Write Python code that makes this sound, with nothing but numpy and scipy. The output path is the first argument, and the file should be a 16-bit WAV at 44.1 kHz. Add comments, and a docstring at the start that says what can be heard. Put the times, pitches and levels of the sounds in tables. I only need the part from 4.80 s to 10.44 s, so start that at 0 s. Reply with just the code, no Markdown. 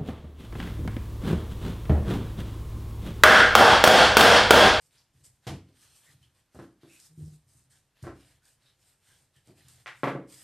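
"""Small tiled kitchen: a wooden rolling pin flattens dough on a floured counter, close to a phone.
Palms rub the pin and flour crackles (shaped noise and sparse grains); pin and hands bump and knock, the pin
judders (filtered pulses, a wavering low tone), and the counter booms (decaying resonances, low noise).
Near the end the sheet of dough is peeled up, flaps against a hand and flops down folded."""
import sys
import numpy as np
from scipy import signal
from scipy.fft import rfft, irfft, next_fast_len
from scipy.io import wavfile
from scipy.ndimage import uniform_filter1d

SR = 44100
rng = np.random.default_rng(int(sys.argv[2]) if len(sys.argv) > 2 else 0)


def wav_out(sig):
    """Save sig, one row per channel (or a flat mono array), as 16-bit PCM at SR to the path in sys.argv[1]."""
    wavfile.write(sys.argv[1], SR, np.round(np.clip(np.atleast_2d(sig).T, -1, 1) * 32767).astype(np.int16))


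N = 248591
T = np.arange(N) / SR
RING = 32768  # samples in one blow's response

# Flour spectrum: (frequency [Hz], level [dB])
FLOUR = [(2500, -8.5), (4000, -2.5), (4900, 3), (6000, 1), (7300, 4), (8700, 8), (9400, 5), (10300, -3.5),
         (11500, 0), (13000, -4)]
# Background noise spectrum: (frequency [Hz], level [dB])
QUIET = [(30, 4), (100, -4.5), (200, -8.5), (400, -11.5), (1000, -15), (3000, -20), (6000, -23),
         (13000, -28.5)]


def undb(db):
    """Decibels to gain."""
    return 10 ** (np.asarray(db) / 20)


def unit(x):
    """Scale to rms 1."""
    return x / np.sqrt(np.mean(x ** 2))


def at_hz(points, hz):
    """Read (Hz, value) points on a log-frequency axis."""
    f, value = np.transpose(points)
    return np.interp(np.log(hz + 1e-3), np.log(f), value)


def shape(x, spectrum):
    """Filter by (Hz, dB) points."""
    size = next_fast_len(len(x))
    gain = undb(at_hz(spectrum, np.fft.rfftfreq(size, 1 / SR)))
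    return irfft(rfft(x, size) * gain, size)[:len(x)]


def colour(x, spectrum):
    """Give a steady sound a spectrum; rms 1."""
    return unit(shape(x, spectrum))


def band(x, hz, kind, order=2):
    """Smooth low-, high- or band-pass."""
    return signal.sosfilt(signal.butter(order, hz, kind, fs=SR, output="sos"), x)


def click(spectrum):
    """Minimum-phase pulse: the shortest causal one with this spectrum."""
    cepstrum = irfft(np.log(undb(at_hz(spectrum, np.fft.rfftfreq(RING, 1 / SR)))))
    cepstrum[1:RING // 2] *= 2
    cepstrum[RING // 2 + 1:] = 0
    return irfft(np.exp(rfft(cepstrum)))[:RING // 8]


def walk(rate_hz):
    """Smooth random wander of rms 1, with rate_hz new values per second."""
    size = int(SR / rate_hz)
    steps = np.repeat(rng.standard_normal(N // size + 1), size)
    return unit(uniform_filter1d(steps, size)[:N])


def add(out, s, x):
    """Mix x into out from time s."""
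    i = int(s * SR)
    out[i:i + len(x)] += x[:N - i]


def swell(s, length_s, rise_share, sag_db, t60_s):
    """One movement: it rises for a share of its length, sags while it lasts, then dies away."""
    progress = np.clip((T - s) / length_s, 0, 1)
    attack = np.minimum(progress / rise_share, 1)
    release = np.exp(-np.log(1000) * np.maximum(T - s - length_s, 0) / t60_s)
    return attack * undb(-sag_db * progress) * release


def movements(rows, rise_share, sag_db, t60_s):
    """Loudness of (s, length s, dB) movements; where they overlap their powers add."""
    return np.sqrt(sum((undb(db) * swell(s, length_s, rise_share, sag_db, t60_s)) ** 2
                       for s, length_s, db in rows))


def contact(spread_s, crisp_hz=2500):
    """A soft surface lands as one push; its treble is spread over the moments its patches touch."""
    t = np.arange(RING // 32) / SR
    push = 1. 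* (t == 0)
    patches = rng.standard_normal(len(t)) * np.exp(-t / spread_s)
    patches /= np.linalg.norm(patches)
    return band(push, crisp_hz, "low") + band(patches, crisp_hz, "high")


def kitchen(direct_db, spread_s, wall_s=.0083, wall_db=-3, build_s=0.0032, diffuse_hz=170):
    """One contact: direct sound, one tiled-wall echo and a random dense tail."""
    # direct_db is relative to the tail's energy, wall_db to the direct sound
    # Reverberation: (frequency [Hz], t60 [s])
    reverb = [(80, 0.37), (210, 0.4), (560, 0.29), (1500, 0.32), (4000, 0.3), (12000, 0.28)]
    t, hz = np.arange(RING) / SR, np.fft.rfftfreq(RING, 1 / SR)
    noise = rfft(rng.standard_normal(RING))
    tail = 0
    for share, (_, t60_s) in zip(np.eye(len(reverb)), reverb):
        weight = at_hz([(f, w) for (f, _), w in zip(reverb, share)], hz)
        tail = tail + irfft(noise * weight) * np.exp(-np.log(1000) * t / t60_s)
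    build = 1 - np.exp(-t / build_s)
    path = unit(band(tail, diffuse_hz, "high", order=1) * build) / np.sqrt(RING)
    add(path, 0, undb(direct_db) * contact(spread_s))
    add(path, wall_s, undb(direct_db + wall_db) * contact(spread_s))
    return path


def counter(ring_db=15, longest_t60_s=.55):
    """Decaying resonances that ring after each blow; their strengths vary by about 1 dB."""
    # Resonances: (frequency [Hz], level before ring_db [dB], t60 before the cap [s])
    resonances = [(60.5, -7, .6), (80, -18, 0.45), (95.6, -7, 0.44), (125.3, -5.5, 0.46), (135, -7, 0.34),
                  (140.8, -4.5, 0.24), (183.9, -5.5, 0.46), (274.4, -3.5, 0.38), (305, -8, 1),
                  (332.9, -2.5, 0.35), (368, -31, 0.99), (447, -24, 0.2), (427, -19, 0.58),
                  (551, -7.5, 0.36), (678, -19, 0.25), (852, -55, .3), (1059, -1.5, 0.22),
                  (1160, -3.5, 0.28), (1328, -4.5, 0.2), (1443, -25, 0.99), (1932, -1, 0.2),
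                  (2140, -4.5, 0.48), (2324, -4.5, 0.24)]
    t = np.arange(RING) / SR
    out = 0
    for (hz, db, t60_s), chance_db in zip(resonances, rng.standard_normal(len(resonances))):
        decay = np.log(1000) / min(t60_s, longest_t60_s)
        gain = undb(ring_db + db + chance_db) * 2 * decay / SR
        out = out + gain * np.exp(-decay * t) * np.cos(2 * np.pi * hz * t)
    return out


def blows(rows, spectrum, direct_db, spread_s, alike):
    """Contacts, dulled by softness, ring counter and room; alike is the share of common echoes."""
    out, pulse, spot = np.zeros(N), click(spectrum), kitchen(direct_db, spread_s)
    for s, db, soft_hz, bass_hz, ring_db in rows:
        path = alike * spot + (1 - alike) * kitchen(direct_db, spread_s)
        x = signal.fftconvolve(path + undb(ring_db) * counter(), pulse)
        x = band(band(x, soft_hz, "low"), bass_hz, "high")
        add(out, s, undb(db) * x / np.std(x[:SR // 20]))  # level over the first 50 ms
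    return out


def thumps_and_knocks():
    """Low thumps and knocks on the counter, from the pin and from hands."""
    # Knocks: (time [s], level [dB], low-pass [Hz], high-pass [Hz], relative counter ring [dB])
    knocks = [(0.352, -66, 106, 54.5, 8), (0.405, -65, 171, 72, 4), (0.667, -39, 135, 73.5, -10),
              (0.712, -38.5, 390, 94, -5), (0.890, -63.5, 393, 155, -11), (1.290, -65.5, 174, 110, 8),
              (1.345, -64.5, 171, 105, 19), (1.747, -51, 1210, 47.7, -32), (1.790, -44.5, 1880, 190, -8),
              (1.823, -58, 1200, 157, 23), (2.033, -54.5, 930, 215, -5.5), (2.078, -63, 397, 316, 7),
              (2.376, -52, 280, 94.5, 1.5), (2.420, -44.5, 114, 80, -10), (2.750, -64.5, 138, 80, 21),
              (3.226, -42, 127, 70.4, 17), (3.239, -48.5, 2330, 221, -33), (3.253, -59, 700, 149, -8),
              (3.2688, -40.5, 2060, 310, -0.5), (3.277, -63, 1770, 616, 15), (3.301, -59, 2070, 520, 9),
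              (4.563, -66.5, 150, 80, 23), (4.675, -59.5, 750, 150, -23), (4.692, -58, 670, 141, -12),
              (4.846, -62.5, 181, 90, 19)]
    # Contact spectrum: (frequency [Hz], level [dB])
    knock_spectrum = [(45, -14), (65, 11.5), (110, 6.5), (150, 0.5), (200, -0.5), (270, -2.5), (350, -1),
                      (470, -8.5), (750, -10.5), (900, -18.5), (1100, -16.5), (1600, -15.5), (2100, -23),
                      (3000, -27), (6000, -19), (12000, -16)]
    return blows(knocks, knock_spectrum, direct_db=-12.5, spread_s=0.00096, alike=0.13)


def rolling(trim_db=-0.9):
    """Pushes that bear down on the counter make it rumble: low noise under their envelopes."""
    # Pushes: (time [s], length [s], level before trim [dB])
    pushes = [(0.0, 0.24, -74.5), (0.325, 0.16, -66), (0.93, .2, -71), (1.26, 0.19, -65), (2.13, 0.36, -73),
              (2.6, 0.32, -68.5), (3.44, 0.075, -66), (3.7, 0.44, -76.5), (4.28, 0.13, -69),
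              (4.66, 0.63, -66), (5.5, .14, -69)]
    # Rumble spectrum: (frequency [Hz], level [dB])
    rumble = [(25, -29), (45, -17), (75, 8.5), (105, 8.5), (135, 12.5), (190, -8), (300, -8), (500, -28),
              (1000, -29.5)]
    weight = movements(pushes, rise_share=0.078, sag_db=-0.5, t60_s=0.76)
    return colour(rng.standard_normal(N), rumble) * undb(trim_db) * weight


def judder(slip_hz=155, jitter=0.0205, second_db=-23, third_db=-28, rough_db=-21):
    """Stick-slip of the pin: a short, nearly pure groan of wavering pitch, with faint scrape noise."""
    # Catches and slips: (time [s], length [s], level [dB])
    slips = [(2.295, 0.073, -56.5), (2.372, .11, -40), (2.52, 0.035, -47.5)]
    phase = 2 * np.pi * np.cumsum(slip_hz * (1 + jitter * walk(50.5))) / SR
    second = undb(second_db) * np.sin(2 * phase) * walk(41)
    third = undb(third_db) * np.sin(3 * phase) * walk(33)
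    groan = unit(np.sin(phase) + second + third)
    scrape = unit(band(rng.standard_normal(N), [170, 380], "band"))
    slipping = movements(slips, rise_share=0.23, sag_db=4, t60_s=0.19)
    return (groan + undb(rough_db) * scrape) * slipping


def drift(x, patchy_db=2.0, size=512):
    """Hollows under the moving hands keep changing, so soft resonances come and go."""
    frames = signal.stft(x, nperseg=size)[2]
    chance = rng.standard_normal(frames.shape)
    chance = uniform_filter1d(chance, size=4, axis=0)  # across frequency
    chance = unit(uniform_filter1d(chance, size=16, axis=1))  # across time
    return signal.istft(frames * undb(patchy_db * chance), nperseg=size)[1][:N]


def rubbing(hiss_trim_db=-0.05, skin_trim_db=-2.5, grain_db=3.5, grains_per_s=4000,
            flicker_db=1.35, wash_db=3):
    """Flour slips under skin and dough: sparse random grains over a dense noise wash."""
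    # Strokes: (time [s], length [s], flour hiss before trim [dB], lower skin rub before trim [dB])
    strokes = [(0, .06, -68.5, -74.5), (0.093, .11, -70.5, -67.5), (0.32, 0.15, -75.5, -73),
               (0.434, 0.031, -58, -67), (0.619, .075, -73.5, -64), (0.843, 0.13, -83, -71),
               (0.927, .26, -64, -63.5), (1.185, .15, -64, -63.5), (1.399, 0.069, -76, -70),
               (1.533, 0.058, -74, -68), (1.707, 0.14, -71, -65), (1.998, 0.09, -78, -64),
               (2.055, .21, -61.5, -64.5), (2.345, 0.2, -65.5, -70.5), (2.661, .15, -67, -75),
               (2.893, 0.068, -64.5, -67), (3.147, 0.072, -81, -68.5), (3.214, 0.047, -67, -61),
               (3.33, .19, -68.5, -64.5), (3.615, 0.11, -67.5, -70.5), (3.789, .11, -77, -67.5),
               (3.967, 0.16, -69.5, -71.5), (4.199, 0.22, -69, -65), (4.52, .07, -77, -72),
               (4.638, 0.076, -73.5, -67.5), (4.748, .1, -69, -64), (4.828, .18, -65.5, -63.5),
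               (5.112, 0.17, -68, -73), (5.47, .16, -56.5, -60.5)]
    # Skin rub spectrum: (frequency [Hz], level [dB])
    skin_spectrum = [(300, -7), (700, -4), (1150, -6.5), (1750, -0.5), (2200, -4.5), (3100, -2),
                     (4200, -3.5), (7000, -14.5)]
    starts, lengths, hiss_db, skin_db = np.transpose(strokes)
    # last column, floor_db: a faint steady hiss continues between strokes
    layers = ((FLOUR, hiss_trim_db + hiss_db, -86.5), (skin_spectrum, skin_trim_db + skin_db, -87))
    out = 0
    for spectrum, db, floor_db in layers:
        sliding = movements(zip(starts, lengths, db), rise_share=0.37, sag_db=2, t60_s=0.31)
        sizes = undb(grain_db * np.minimum(rng.exponential(size=N), 4)) * rng.standard_normal(N)
        grains = unit(sizes * (rng.random(N) < grains_per_s / SR))
        wash = undb(wash_db) * rng.standard_normal(N)
        loudness = np.hypot(sliding, undb(floor_db)) * undb(flicker_db * walk(40))
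        out = out + colour(grains + wash, spectrum) * loudness
    return drift(out)


def brushes():
    """Short strokes of skin on wood; a hollow hand picks out one note: band-passed noise."""
    # Strokes: (time [s], length [s], centre [Hz], width [Hz], level [dB])
    notes = [(0.172, 0.031, 4800, 900, -66), (1.259, 0.046, 1890, 150, -64.5),
             (1.426, 0.012, 3100, 170, -64), (2.089, 0.08, 2550, 160, -63), (2.19, 0.068, 5130, 900, -66),
             (3.47, 0.083, 2300, 400, -77), (3.613, 0.073, 1540, 150, -76.5), (3.851, 0.04, 3800, 280, -67),
             (4.299, 0.03, 1610, 140, -70.5), (4.551, 0.038, 1780, 90, -73),
             (4.552, 0.025, 3120, 140, -70.5)]
    out = np.zeros(N)
    for s, length_s, hz, width_hz, db in notes:
        edges_hz = [hz - width_hz / 2, hz + width_hz / 2]
        hiss = unit(band(rng.standard_normal(N), edges_hz, "band", order=1))
        out += undb(db) * hiss * swell(s, length_s, rise_share=0.17, sag_db=2, t60_s=0.22)
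    return out


def palm_slaps():
    """Palms slap down: bright, briefly spread contacts."""
    # Slaps: (time [s], level [dB], low-pass [Hz], high-pass [Hz], relative counter ring [dB])
    slaps = [(0.6685, -39, 13900, 155, -16), (0.679, -40.5, 8850, 108, 2.5)]
    # Contact spectrum: (frequency [Hz], level [dB])
    palm = [(29, -27), (50, -26), (136, 2.5), (222, -14.5), (322, -3.5), (370, -16), (456, -7),
            (603, -14.5), (662, -7), (1180, -19), (1390, -20), (3220, -19.5), (13000, -34.5)]
    return blows(slaps, palm, direct_db=-13.0, spread_s=0.0011, alike=0.041)


def dough_flaps():
    """The lifted sheet flaps against a hand: contacts strongest in the midrange."""
    # Flaps: (time [s], level [dB], low-pass [Hz], high-pass [Hz], relative counter ring [dB])
    flaps = [(5.0605, -46.5, 9300, 403, 6), (5.069, -44.5, 9000, 490, -30), (5.088, -51.5, 3950, 900, 2)]
    # Contact spectrum: (frequency [Hz], level [dB])
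    sheet = [(200, -51), (330, -11.5), (600, -7.5), (850, -5.5), (1100, -9), (1450, -1.5), (1900, -2),
             (2400, -5), (3200, -9.5), (5000, -20), (9000, -25.5), (13000, -28)]
    return blows(flaps, sheet, direct_db=-7, spread_s=0.0015, alike=0.045)


def dough_flops():
    """The sheet flops down folded: soft, widely spread contacts that share all their echoes."""
    # Flops: (time [s], level [dB], low-pass [Hz], high-pass [Hz], relative counter ring [dB])
    flops = [(5.2335, -27, 12800, 117, 0.0046), (5.27358, -29.5, 11000, 112, 0.012),
             (5.351, -35, 525, 118, 0)]
    # Contact spectrum: (frequency [Hz], level [dB])
    fold = [(35, -64), (60, -6), (95, -19), (129, -4), (226, -5.5), (271, -3), (371, -7), (420, 0.5),
            (835, -7.5), (1310, -8.5), (2000, -13), (2600, -19.5), (3300, -23.5), (5000, -35.5),
            (8000, -42), (13000, -41.5)]
    return blows(flops, fold, direct_db=-7.5, spread_s=0.0047, alike=1.0)


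def ticks(spread_s=0.0029):
    """Dough unsticking and dry crumbs: small bright crackles in the room."""
    # Crackles: (time [s], level [dB])
    crackles = [(1.429, -74), (1.748, -68), (2.2, -58.5), (3.227, -60.5), (3.654, -66), (4.563, -70.5),
                (4.673, -68.5), (4.884, -58), (4.959, -67), (5.543, -56)]
    out, pulse = np.zeros(N), click(FLOUR)
    for s, db in crackles:
        x = signal.fftconvolve(kitchen(0, spread_s, wall_db=-13), pulse)
        add(out, s, undb(db) * x / np.std(x[:SR // 50]))  # level over the first 20 ms
    return out


def background(level_db):
    """Steady noise, strongest in the bass."""
    return undb(level_db) * colour(rng.standard_normal(N), QUIET)


def scatter(x, fade_s=0.028):
    """Early reflections with random phases: a decaying noise response of unit energy."""
    t = np.arange(RING // 4) / SR
    echoes = rng.standard_normal(len(t)) * np.exp(-t / fade_s)
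    return signal.fftconvolve(x, echoes / np.linalg.norm(echoes))[:N]


def scene(quiet_db=-75, port_noise_db=-90):
    """Sources sit in the middle; mostly treble reflections and faint self-noise part the two ports."""
    # Port difference: (frequency [Hz], side minus mid [dB])
    port_difference = [(300, -103), (700, -77), (1100, -41), (1850, -11.5), (2300, -19.5), (2900, -57),
                       (3800, -53), (4400, -11), (7000, -6), (13000, -6)]
    hits = thumps_and_knocks() + palm_slaps() + dough_flaps() + dough_flops()
    mid = hits + rolling() + judder() + rubbing() + brushes() + ticks() + background(quiet_db)
    side = shape(scatter(mid), port_difference) + background(port_noise_db)
    return np.array([mid + side, mid - side])


def record(dry, bass_hz=40, top_hz=13230):
    """The phone drops the deepest bass and cuts the top steeply."""
    low_pass = signal.ellip(10, .2, 70, top_hz, fs=SR, output="sos")
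    return signal.sosfilt(low_pass, band(dry, bass_hz, "high"))


dry = scene()
out = record(dry)
wav_out(out)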